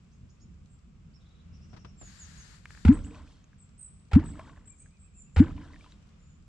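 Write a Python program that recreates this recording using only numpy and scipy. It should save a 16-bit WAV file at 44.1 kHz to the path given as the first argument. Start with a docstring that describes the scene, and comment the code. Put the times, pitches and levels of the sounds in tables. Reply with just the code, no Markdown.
"""A wooden clonk, a stick that plops in water, is plunged three times into a calm river from a boat.
Each stroke splashes, drags down a throbbing pocket of air and pinches it off with a deep rising plop;
then the water falls back in gurgles and drops, and the wooded bank echoes.
Before that, the clonk bumps the boat and a sleeve swishes as the arm reaches out.
Small birds call over a low outdoor rumble."""
import sys
import numpy as np
from scipy import signal
from scipy.fft import rfft, irfft, next_fast_len
from scipy.io import wavfile

SR = 44100
rng = np.random.default_rng(int(sys.argv[2]) if len(sys.argv) > 2 else 0)


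def output_pcm(signal):
    """Save a mono or channel-first signal as 16-bit PCM at the path in sys.argv[1].

    Samples are clipped to [-1, 1] before scaling.
    """
    pcm = np.clip(np.atleast_2d(signal).T, -1, 1) * 32767
    wavfile.write(sys.argv[1], SR, np.round(pcm).astype(np.int16))


N = 285762
TIME = np.arange(N) / SR


def from_db(db):
    """Turn decibels into a gain to multiply by."""
    return 10 ** (np.asarray(db) / 20)


def rms_one(x):
    """Scale a signal so that its average strength (rms) is 1."""
    return x / np.sqrt(np.mean(x ** 2) + 1e-20)


def at_hz(points, hz):
    """Read between the rows of a table, along a scale of octaves."""
    points = np.array(points)
    return np.interp(np.log(hz), np.log(points[:, 0]), points[:, 1])


def level(rows):
    """A gain that follows rows of time_s, level_db."""
    return from_db(np.interp(TIME, *np.transpose(rows)))


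def since(s):
    """Seconds since a moment, zero before it."""
    return np.maximum(TIME - s, 0)


def dying(age, t60):
    """A fade that loses 60 dB every t60 seconds."""
    return from_db(-60 * np.minimum(age / t60, 4))


def burst(s, length, t60):
    """A quick rise, a hold and a fade."""
    return np.minimum(since(s) / 0.0013, 1) * dying(since(s + length), t60)


def swell(s, rise, length, t60):
    """A rounded rise, a hold and a fade."""
    return np.sin(np.pi / 2 * np.minimum(since(s) / rise, 1)) ** 2 * dying(since(s + length), t60)


def arch(length):
    """Progress through a note from 0 to 1, and its rounded loudness."""
    progress = np.linspace(0, 1, int(length * SR))
    return progress, np.sqrt(4 * progress * (1 - progress))


def sine(hz):
    """A pure tone that follows a pitch curve."""
    return np.sin(2 * np.pi * np.cumsum(hz) / SR)


def drift(per_s):
    """A random wander, about 1 in size."""
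    knots = rng.standard_normal(int(N / SR * per_s) + 2)
    return rms_one(np.interp(TIME * per_s, np.arange(len(knots)), knots))


def clicks(per_s, size_db):
    """Random clicks of uneven size."""
    sizes = from_db(size_db * np.minimum(rng.exponential(1, N), 4)) * rng.choice([-1, 1], N)
    return sizes * (rng.random(N) < per_s / SR)


def add(out, s, sound):
    """Mix a short sound in at a moment."""
    start = max(int(s * SR), 0)
    out[..., start:start + sound.shape[-1]] += sound[..., :max(N - start, 0)]


def coloured(x, colour):
    """Give a sound a tone colour: rows of pitch_hz, relative_db. The result has rms 1."""
    size = 2 * next_fast_len(N // 2 + SR // 4)
    hz = np.maximum(np.arange(size // 2 + 1) * SR / size, 1)
    octaves_outside = abs(np.log2(hz / np.clip(hz, colour[0][0], colour[-1][0])))
    gain = from_db(at_hz(colour, hz) - np.minimum(30 * octaves_outside, 60))
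    # Folding the cepstrum keeps the filter from ringing before the sound arrives.
    cepstrum = irfft(np.log(gain))
    cepstrum[1:size // 2] *= 2
    cepstrum[size // 2 + 1:] = 0
    return rms_one(irfft(rfft(x, size) * np.exp(rfft(cepstrum)))[..., :N])


def pan(left_db):
    """Two gains that make the left side left_db louder than the right."""
    return from_db(np.array([[left_db], [-left_db]]) / 2)


def spread(mid, side, alike):
    """Mix two unrelated signals into left and right, alike from 0 (not at all) to 1 (the same)."""
    alike = np.clip(alike, 0, 1)
    return np.sqrt(1 + alike) * mid + np.sqrt(1 - alike) * side * np.array([[1], [-1]])


def delay_left(pair, lag_s):
    """Direct sound reaches the left microphone a moment later."""
    size = next_fast_len(N + 64)
    hz = SR * np.arange(size // 2 + 1) / size
    late = irfft(rfft(pair[0], size) * np.exp(-2j * np.pi * lag_s * hz), size)
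    return np.array([late[:N], pair[1]])


def woods_echo(x, t60, build_s):
    """Sound scatters off many trunks and leaves: a stereo tail that builds up, then dies."""
    age = TIME[:int(1.5 * SR)]
    response = rng.standard_normal((2, len(age))) * dying(age, t60) * (1 - np.exp(-age / build_s))
    return signal.fftconvolve(x[None], rms_one(response) / np.sqrt(len(age)), axes=1)[:, :N]


# How alike left and right are in sound from all around: pitch_hz, alike_0_to_1
EAR_LIKENESS = [(30, 1), (200, 0.85), (600, 0), (1500, 0.2), (4000, 0), (12000, 0.1)]
def wide_noise(colour):
    """Coloured noise from all around, with left and right alike only in the bass."""
    size = next_fast_len(N)
    mid, side = rfft(rng.standard_normal((2, size)))
    alike = at_hz(EAR_LIKENESS, np.linspace(1, SR / 2, len(mid)))
    return coloured(irfft(spread(mid, side, alike), size)[:, :N], colour)


# Loudness of the rumble before its boost: time_s, level_db
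RUMBLE_LEVELS = [(0, -55), (1.1, -56), (1.55, -53), (2.1, -55), (3.7, -58.5), (6.48, -57.5)]
# Tone of the rumble: pitch_hz, relative_db
RUMBLE_TONE = [(18, -26), (30, -4), (75, 0.5), (86, -0.5), (112, -9), (134, -6), (177, -5.5), (222, -11),
               (253, -19.5), (294, -22.5), (419, -32), (450, -32), (500, -32.5), (650, -64.5), (1100, -120)]
def rumble(boost_db=3.0, wander_db=1.66):
    """A low, slightly uneven outdoor rumble."""
    return level(RUMBLE_LEVELS) * from_db(boost_db + wander_db * drift(16)) * wide_noise(RUMBLE_TONE)


# Loudness of the hiss: time_s, level_db
AIR_LEVELS = [(0, -71), (.9, -72.5), (1.6, -68.5), (3.7, -71), (5.2, -72.5), (6.1, -68), (6.48, -72)]
# Tone of the hiss: pitch_hz, relative_db
AIR_TONE = [(210, -25), (350, -4), (756, -8), (845, -11.5), (1210, -6.5), (1800, -13.5), (2540, -11),
            (4230, -18.5), (4780, -17.5), (6040, -18.5), (7640, -23), (8650, -40), (9390, -29),
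            (12200, -62), (20700, -120)]
def air():
    """The open air hisses faintly."""
    return level(AIR_LEVELS) * wide_noise(AIR_TONE)


# Tone of the ripples: pitch_hz, relative_db
RIPPLE_TONE = [(2500, -11), (4000, -2), (6800, -2.5), (8500, -13.5)]
def ripples(per_s=3, level_db=-90.5):
    """Ripples tick against the hull in tiny puffs of noise."""
    puffs = signal.oaconvolve(clicks(per_s, size_db=2), dying(TIME[:SR // 20], t60=.025))[:N]
    return from_db(level_db) * rms_one(puffs * wide_noise(RIPPLE_TONE))


# Tone of the far birds: pitch_hz, relative_db
CHORUS_TONE = [(6000, -21.5), (6900, -7), (7650, 0), (8200, -11.5), (9200, -21.5)]
def far_chorus(level_db=-83, wander_db=2.5):
    """Far birds in the treetops blend into a high, wavering band of noise."""
    return from_db(level_db + wander_db * drift(5.3)) * wide_noise(CHORUS_TONE)


# Bird trills: start_s, length_s, start_hz, end_hz, level_db, warbles_per_s, hidden_0_to_1, left_db
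BIRD_TRILLS = [(.675, .09, 7650, 7350, -62.5, 60, .9, 0), (3.578, .08, 7950, 7250, -54, 43, .1, 4),
               (3.776, .115, 8300, 7650, -41, 58, .15, -5), (4.238, .088, 8000, 7450, -47, 47, .15, 2),
               (4.654, .078, 7850, 7150, -46, 44, .1, 5), (4.780, .06, 8150, 7750, -49, 50, .1, -1),
               (4.74, .16, 6650, 6250, -63, 55, .95, 0), (4.975, .10, 7700, 7550, -54, 65, .9, 2),
               (5.13, .135, 7450, 6900, -50, 60, .85, 3), (5.325, .11, 7250, 7150, -53, 55, .8, 2),
               (6.16, .22, 7050, 6750, -64, 30, .85, 0)]
def trills(warble_hz=1150, peak_dip_db=-16, trim_db=-0.76):
    """Thin, falling, warbling calls: returns the part in the open and the part hidden by trees."""
    clear, hidden = np.zeros((2, N)), np.zeros(N)
    for s, length, start_hz, end_hz, db, per_s, hidden_share, left_db in BIRD_TRILLS:
        progress, loudness = arch(length)
        age = length * progress
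        warble = 1 - abs(np.cos(np.pi * per_s * (age - .004)))  # loud low turns, faint sharp peaks
        hz = start_hz + (end_hz - start_hz) * progress + warble_hz * (warble - np.exp(-age / .005))
        call = from_db(db + trim_db + peak_dip_db * warble) * loudness ** 2 * sine(hz)
        add(clear, s, np.sqrt(1 - hidden_share) * call * pan(left_db))
        add(hidden, s, np.sqrt(hidden_share) * call)
    return clear, hidden


def sing(out, s, hz, gain, wobble, wobble_hz=45):
    """Mix in one bird note with a slightly unsteady pitch."""
    add(out, s, gain * sine(hz + wobble_hz * wobble[int(s * SR):][:len(hz)]))


# Short chirps: start_s, length_s, top_hz, rise_s, level_db, left_db, second_voice_db
BIRD_CHIRPS = [(0.107, .05, 8000, 0.018, -68, 0, -6), (0.287, 0.039, 7830, .010, -64, -3, -4),
               (0.396, 0.048, 7930, 0.013, -63, -4, -2), (1.13, .055, 6280, 0.0095, -65.5, -17, -27),
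               (2.920, .048, 8800, .007, -50, -12, -33.5), (3.035, 0.035, 8820, 0.0088, -49, -2, -32),
               (5.89, 0.044, 8100, .007, -71, 0, -32)]
def chirps(wobble, sweep_share=.5, sag_hz_per_s=24000, second_voice_ratio=.8):
    """A bird's two voices shoot up toward a top pitch together, then sag."""
    out = np.zeros((2, N))
    for s, length, top_hz, rise, db, left_db, second_db in BIRD_CHIRPS:
        progress, loudness = arch(length)
        age = length * progress
        hz = top_hz * (1 - sweep_share * np.exp(-age / rise)) - sag_hz_per_s * age
        gain = from_db(db) * loudness ** 2 * pan(left_db)
        sing(out, s, hz, gain, wobble)
        sing(out, s, second_voice_ratio * hz, from_db(second_db) * gain, wobble)
    return out


# Falling whistles: start_s, length_s, start_hz, end_hz, level_db
BIRD_WHISTLES = [(1.965, 0.15, 7650, 6310, -50), (2.176, 0.087, 7650, 6010, -46),
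                 (2.365, .072, 7000, 5900, -51)]
def whistles(wobble):
    """A bird whistles notes that slide straight down."""
    out = np.zeros(N)
    for s, length, start_hz, end_hz, db in BIRD_WHISTLES:
        progress, loudness = arch(length)
        sing(out, s, start_hz + (end_hz - start_hz) * progress, from_db(db) * loudness ** 2, wobble)
    return out


# Far songs: start_s, note_count, beat_s, top_hz, climb_hz, arch_hz, rasp_hz, level_db, undertone_db
BIRD_SONGS = [(1.202, 5, .046, 3750, 0, 300, 190, -67, -30), (1.525, 5, .083, 5500, 30, 500, 250, -64, -9),
              (4.685, 6, .111, 2420, 62, 400, 14, -70.5, -30)]
def songs(wobble, note_share=.68, boost_db=0.6):
    """Far birds repeat one up-and-down note evenly, with a softer tone an octave below."""
    out = np.zeros(N)
    for first, count, beat, top_hz, climb_hz, arch_hz, rasp_hz, db, under_db in BIRD_SONGS:
        progress, loudness = arch(note_share * beat)
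        gain = from_db(db + boost_db) * loudness
        for note in range(count):
            s = first + beat * note
            hz = top_hz + climb_hz * note - arch_hz * (2 * progress - 1) ** 2
            sing(out, s, hz, gain, wobble, rasp_hz)
            sing(out, s, hz / 2, from_db(under_db) * gain, wobble, rasp_hz / 2)
    return out


def birds(direct_db=-5.0, blur_db=-6, woods_db=-10):
    """Some birdsong arrives straight; the rest is blurred by leaves and rings on in the woods."""
    clear, hidden = trills()
    wobble = drift(700)
    calls = chirps(wobble) + whistles(wobble) + songs(wobble)
    direct = delay_left(clear + from_db(direct_db) * calls, lag_s=.000012)
    blurred = woods_echo(hidden + from_db(blur_db) * calls.mean(axis=0), t60=0.12, build_s=0.0012)
    ringing = woods_echo(hidden + (clear + calls).mean(axis=0), t60=.55, build_s=.008)
    return direct + blurred + from_db(woods_db) * ringing


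# Arm movements: start_s, rise_s, length_s, level_db
SLEEVE_SWISHES = [(1.95, 0.19, 0.6, -59), (2.603, 0.15, 0.27, -61)]
# Tone of the cloth: pitch_hz, relative_db
SLEEVE_TONE = [(600, -11), (1100, -4.5), (1700, 2.5), (2300, -5.5), (3300, -6), (4600, -1.5), (6000, -7.5),
               (7300, -2), (8300, -11.5), (10500, -19.5), (14000, -29)]
def sleeve(t60=0.39, rub_db=0.5):
    """A sleeve rubs and swishes as the arm reaches out and lifts the clonk."""
    motion = sum(from_db(db) * swell(s, rise, length, t60) for s, rise, length, db in SLEEVE_SWISHES)
    return motion * from_db(rub_db * drift(45)) * wide_noise(SLEEVE_TONE) * pan(7.9)


# Bumps on the boat: start_s, length_s, knock_db, thud_db
BOAT_KNOCKS = [(1.73, 0.016, -60, -47.5), (1.764, 0.012, -56, -59), (1.847, 0.0013, -48.5, -46.5),
               (2.012, 0.011, -58, -44.5)]
# Tone of a knock: pitch_hz, relative_db
KNOCK_TONE = [(300, 8), (600, -12), (1050, 7.5), (2000, -2), (3000, -7), (5500, -8), (9000, -32),
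              (13000, -49)]
def knocks(knock_t60=0.064, thud_t60=0.13):
    """The clonk bumps the boat as it is picked up: soft knocks over low thuds."""
    knock = sum(from_db(db) * burst(s, length, knock_t60) for s, length, db, _ in BOAT_KNOCKS)
    thud = sum(from_db(db) * burst(s, length, thud_t60) for s, length, _, db in BOAT_KNOCKS)
    thud_tone = [(90, -1.5), (180, -10.5), (350, -23.5), (700, -20.5)]
    return knock * wide_noise(KNOCK_TONE) * pan(7.5) + thud * wide_noise(thud_tone)


def bank_ring(plop, level_db=-65, delay_s=0.063):
    """The top of each plop comes back from the wooded bank as a soft, lingering ring."""
    late = np.interp(TIME - delay_s, TIME, plop, left=0)
    ring_tone = [(200, -35.5), (255, -8.5), (295, 0), (335, -2.5), (450, -19.5)]
    tail = coloured(woods_echo(late, t60=0.78, build_s=.1), ring_tone)
    return from_db(level_db) * spread(*tail, alike=.9)


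# Echoes off the bank: delay_s, level_db
BANK_ECHOES = [(0.022, -45.5), (0.143, -42), (.225, -49.5)]
# Tone of the boom of hull and bank: pitch_hz, relative_db
BOOM_TONE = [(22, -17.5), (34, 15), (55, 8.5), (80, -5), (130, -9), (200, -12), (260, -16.5), (320, -13),
             (420, -24), (700, -37)]
def boom(plop, far_db=-50, near_db=-50):
    """Hull and rocking water answer each plop with a low boom; the bank sends back a few echoes."""
    tail = coloured(woods_echo(plop, t60=1.0, build_s=0.0067), BOOM_TONE)
    far = from_db(far_db) * spread(*tail, alike=0.94)
    rocking = sum(burst(pinch, length=0.01, t60=0.69) for pinch in PINCH_TIMES_S)
    near_tone = [(28, -4.5), (70, -12.0), (130, -5.5), (250, -11), (450, -27)]
    near = from_db(near_db) * rms_one(rocking) * coloured(rng.standard_normal(N), near_tone)
    echoes = sum(from_db(db) * np.interp(TIME - delay, TIME, plop, left=0) for delay, db in BANK_ECHOES)
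    return (far + near + echoes) * pan(-0.67)


def bubble(hz, t60, rise):
    """A small bubble rings and rises in pitch as it dies."""
    age = np.arange(int(t60 * SR) + 2) / SR
    return sine(hz * (1 + rise * age / t60)) * dying(age, t60)


def bubble_cloud(pitches, cycles):
    """Bubbles are born at random; each swells softly and rings for some cycles at one of the pitches."""
    out = np.zeros(N)
    for hz in pitches:
        ring = bubble(hz, cycles / hz, rise=.15)
        fade_in = 1 - np.exp(-TIME[:len(ring)] * hz / 1.5)
        out += signal.oaconvolve(clicks(per_s=45, size_db=1.8), ring * fade_in * hz)[:N]
    return rms_one(out)


def stray_droplets(per_s=20, level_db=-53, range_db=8, low_hz=800, high_hz=3000, cycles=50):
    """Droplets land at random while the spray falls: returns rows like those of BIG_DROPS."""
    rows = []
    for (*_, spray_s, _), pinch in zip(STROKE_SPLASHES, PINCH_TIMES_S):
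        for wait, size, pitch in rng.random((int(per_s * spray_s), 3)):
            hz = low_hz * (high_hz / low_hz) ** pitch
            rows.append((pinch + wait * spray_s, level_db + range_db * (size - .5), hz, cycles / hz))
    return rows


# The larger drops and bubbles: start_s, level_db, pitch_hz, fade_s
BIG_DROPS = [(2.656, -35, 1670, 0.01), (2.706, -40.5, 1680, 0.011), (2.75, -44.5, 1680, 0.0093),
             (2.775, -41, 1640, 0.0075), (2.883, -28.5, 1480, 0.014), (2.99, -47.5, 541, 0.1),
             (3.112, -50, 454, 0.18), (3.163, -50, 1160, .035), (3.276, -56, 2448, .02),
             (3.442, -55, 6475, 0.017), (3.531, -56, 1580, 0.019), (4.118, -34.5, 800, 0.042),
             (4.157, -35.5, 745, 0.029), (4.229, -45, 905, 0.085), (4.393, -41, 640, 0.065),
             (4.395, -37, 1030, 0.033), (4.496, -48, 1100, 0.044), (4.57, -55, 1054, .04),
             (4.678, -56.5, 3120, 0.0047), (4.86, -54, 1600, 0.026), (5.429, -47, 2200, 0.027),
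             (5.482, -46, 970, 0.077), (5.579, -45.5, 993, 0.058), (5.615, -53, 1560, 0.071),
             (5.734, -50, 2000, 0.025), (5.809, -52, 2317, 0.038), (5.922, -48, 3890, 0.017)]
def drops(tick_db=-9, tick_t60=0.019):
    """Each drop ticks on the surface and leaves a ringing bubble."""
    rings, ticks = np.zeros((2, N))
    tick_tone = [(900, -2.0), (2400, 8.5), (4000, -18), (8000, -17.0), (12000, -30.5)]
    spatter = coloured(rng.standard_normal(N), tick_tone)
    for s, db, hz, t60 in BIG_DROPS + stray_droplets():
        add(rings, s, from_db(db) * bubble(hz, t60, rise=.12))
        add(ticks, s, from_db(db + tick_db) * dying(TIME[:SR // 20], tick_t60))
    return rings + ticks * spatter


# Tone of the gurgle: pitch_hz, relative_db
GURGLE_TONE = [(210, -29.5), (350, 9.5), (441, 2), (505, -3), (624, -0.5), (841, -7), (1010, 1), (1250, -4),
               (1640, -4), (3500, -23), (4550, -63.5), (7700, -120)]
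# Tone of the spray: pitch_hz, relative_db
SPRAY_TONE = [(2000, -16.5), (3000, 7), (4500, 1.5), (6500, -2.5), (8000, -4), (10000, -15), (14000, -36.5)]
def falling_water(collapse_db=-41, rebound_after_s=.165, flicker_db=1.5):
    """The hole collapses and its rebound falls back gurgling, while spray lands in tiny ringing drops."""
    churning, spraying = np.zeros((2, N))
    for (*_, rebound_db, spray_s, spray_db), pinch in zip(STROKE_SPLASHES, PINCH_TIMES_S):
        churning += from_db(collapse_db) * burst(pinch, length=0, t60=0.38)
        churning += from_db(rebound_db) * swell(pinch + rebound_after_s, rise=.02, length=.14, t60=.85)
        spraying += from_db(spray_db) * swell(pinch, rise=.02, length=spray_s, t60=.6)
    froth = rms_one(spread(*rng.standard_normal((2, N)), alike=.7))
    gurgle = coloured(bubble_cloud(np.geomspace(450, 3200, 16), cycles=28) + .8 * froth, GURGLE_TONE)
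    spray = coloured(bubble_cloud(np.geomspace(2700, 8000, 8), cycles=56) + 2.4 * froth, SPRAY_TONE)
    return from_db(flicker_db * drift(35)) * (churning * gurgle + spraying * spray)


# One splash per stroke: under_s, graze_s, crack_db, tear_db, closing_db, rebound_db, spray_s, spray_db
STROKE_SPLASHES = [(2.849, .001, -33.5, -43, -37, -60.5, 0.44, -68),
                   (4.1315, .018, -32, -42, -43, -58.5, 0.32, -68.5),
                   (5.362, .0015, -37.5, -37.5, -43, -61.5, .47, -68)]
# Tone of a splash: pitch_hz, relative_db
SPLASH_TONE = [(330, -6.5), (480, 6.5), (620, -9.5), (850, 7), (1100, -7), (1380, 5), (1600, -3),
               (2330, -1.5), (3200, -8.5), (4200, -12.5), (6150, -21), (7500, -19.5), (10000, -33),
               (14000, -49.5)]
def splashes(closing_s=0.0091, t60=.048):
    """The head of the clonk breaks the water in five quick steps, each a dense crackle."""
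    power = np.zeros(N)
    for (under, graze, crack_db, tear_db, closing_db, *_), pinch in zip(STROKE_SPLASHES, PINCH_TIMES_S):
        # start_s, length_s, level_db
        steps = [(under - graze, graze, -47),  # the head skims the surface
                 (under, 0.0048, crack_db),  # cracks through it
                 (under, pinch - under, tear_db),  # and tears it open
                 (pinch - closing_s, closing_s, closing_db),  # the pocket's walls slap together
                 (pinch + .036, .008, -50)]  # the big bubble bursts
        power += sum((from_db(db) * burst(s, length, t60)) ** 2 for s, length, db in steps)
    mid, side = (clicks(per_s=2200, size_db=0.5) for _ in range(2))
    return np.sqrt(power) * coloured(spread(mid, side, alike=0.75), SPLASH_TONE)


# The three strokes:
# entry_s, slap_db, pocket_hz, pocket_db, pinch_s, start_hz, end_hz, rise_s, bubble_db, fade_s
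CLONK_STROKES = [(2.8535, -11.5, 74.4, -9, 2.8856, 168.8, 318.5, .0194, -0.36, 0.15),
                 (4.1332, -48, 76.4, -9.5, 4.1584, 101.7, 320, 0.01, 3.5, 0.071),
                 (5.367, -30, 77.1, -10, 5.3988, 145, 335.5, 0.012, 3, 0.078)]
PINCH_TIMES_S = [stroke[4] for stroke in CLONK_STROKES]
def plops(slap_hz=220, slap_t60=0.046, pocket_t60=0.1, surfacing_s=0.063):
    """The open air pocket throbs; once pinched off it rings higher, rising as it nears the surface."""
    slaps, pockets, bubbles = np.zeros((3, N))
    for stroke in CLONK_STROKES:
        entry, slap_db, pocket_hz, pocket_db, pinch, start_hz, end_hz, rise, bubble_db, t60 = stroke
        touched, opened, closed = since(entry - .002), since(entry), since(pinch)
        # A flat landing slaps the water.
        slaps -= from_db(slap_db) * dying(touched, slap_t60) * sine(slap_hz * (touched > 0))
        depth = np.minimum(opened / (pinch - entry), 1) ** .4
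        throb = sine(pocket_hz * (opened > 0) * (1 + 3.6 * opened))
        pockets -= from_db(pocket_db) * depth * dying(closed, pocket_t60) * throb
        sealed = 1 - np.exp(-(closed / .005) ** 2)
        hz = end_hz + (start_hz - end_hz) * np.exp(-closed / rise)
        submerged = np.exp(-np.minimum(closed / surfacing_s, 2) ** 4)  # surfacing ends the ring
        bubbles -= from_db(bubble_db) * sealed * submerged * dying(closed, t60) * sine(hz * (closed > 0))
    return pockets * pan(-.1) + (slaps + bubbles) * pan(1.7)


def scene(bank_db=-20):
    """Plops and splashes beside the boat, their faint return from the bank, and the riverside around."""
    plop, splash = plops(), splashes()
    centre = plop.mean(axis=0)
    deep_water = plop + boom(centre) + bank_ring(centre)
    surface = (splash + falling_water() + drops()) * pan(1.0)
    water = delay_left(deep_water + surface, lag_s=.00003)
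    bank = from_db(bank_db) * woods_echo(splash[0], t60=.9, build_s=.02)
    return water + bank + sleeve() + knocks() + birds() + rumble() + far_chorus() + ripples() + air()


def record(dry, bass_hz=32, bass_foot_hz=9, bright_band_hz=(1600, 4000), lean=0.081, cutoff_hz=14200):
    """The left microphone has less deep bass and is brighter, the right is duller; the top is cut."""
    bass_dip = signal.bilinear([1, 2 * np.pi * bass_foot_hz], [1, 2 * np.pi * bass_hz], fs=SR)
    pair = np.array([signal.lfilter(*bass_dip, dry[0]), dry[1]])
    brightness = signal.sosfilt(signal.butter(1, bright_band_hz, "band", fs=SR, output="sos"), pair)
    pair = pair + lean * brightness * np.array([[1], [-1]])
    return signal.sosfilt(signal.cheby2(12, 70, cutoff_hz, fs=SR, output="sos"), pair)


dry = scene()
out = record(dry)
output_pcm(out)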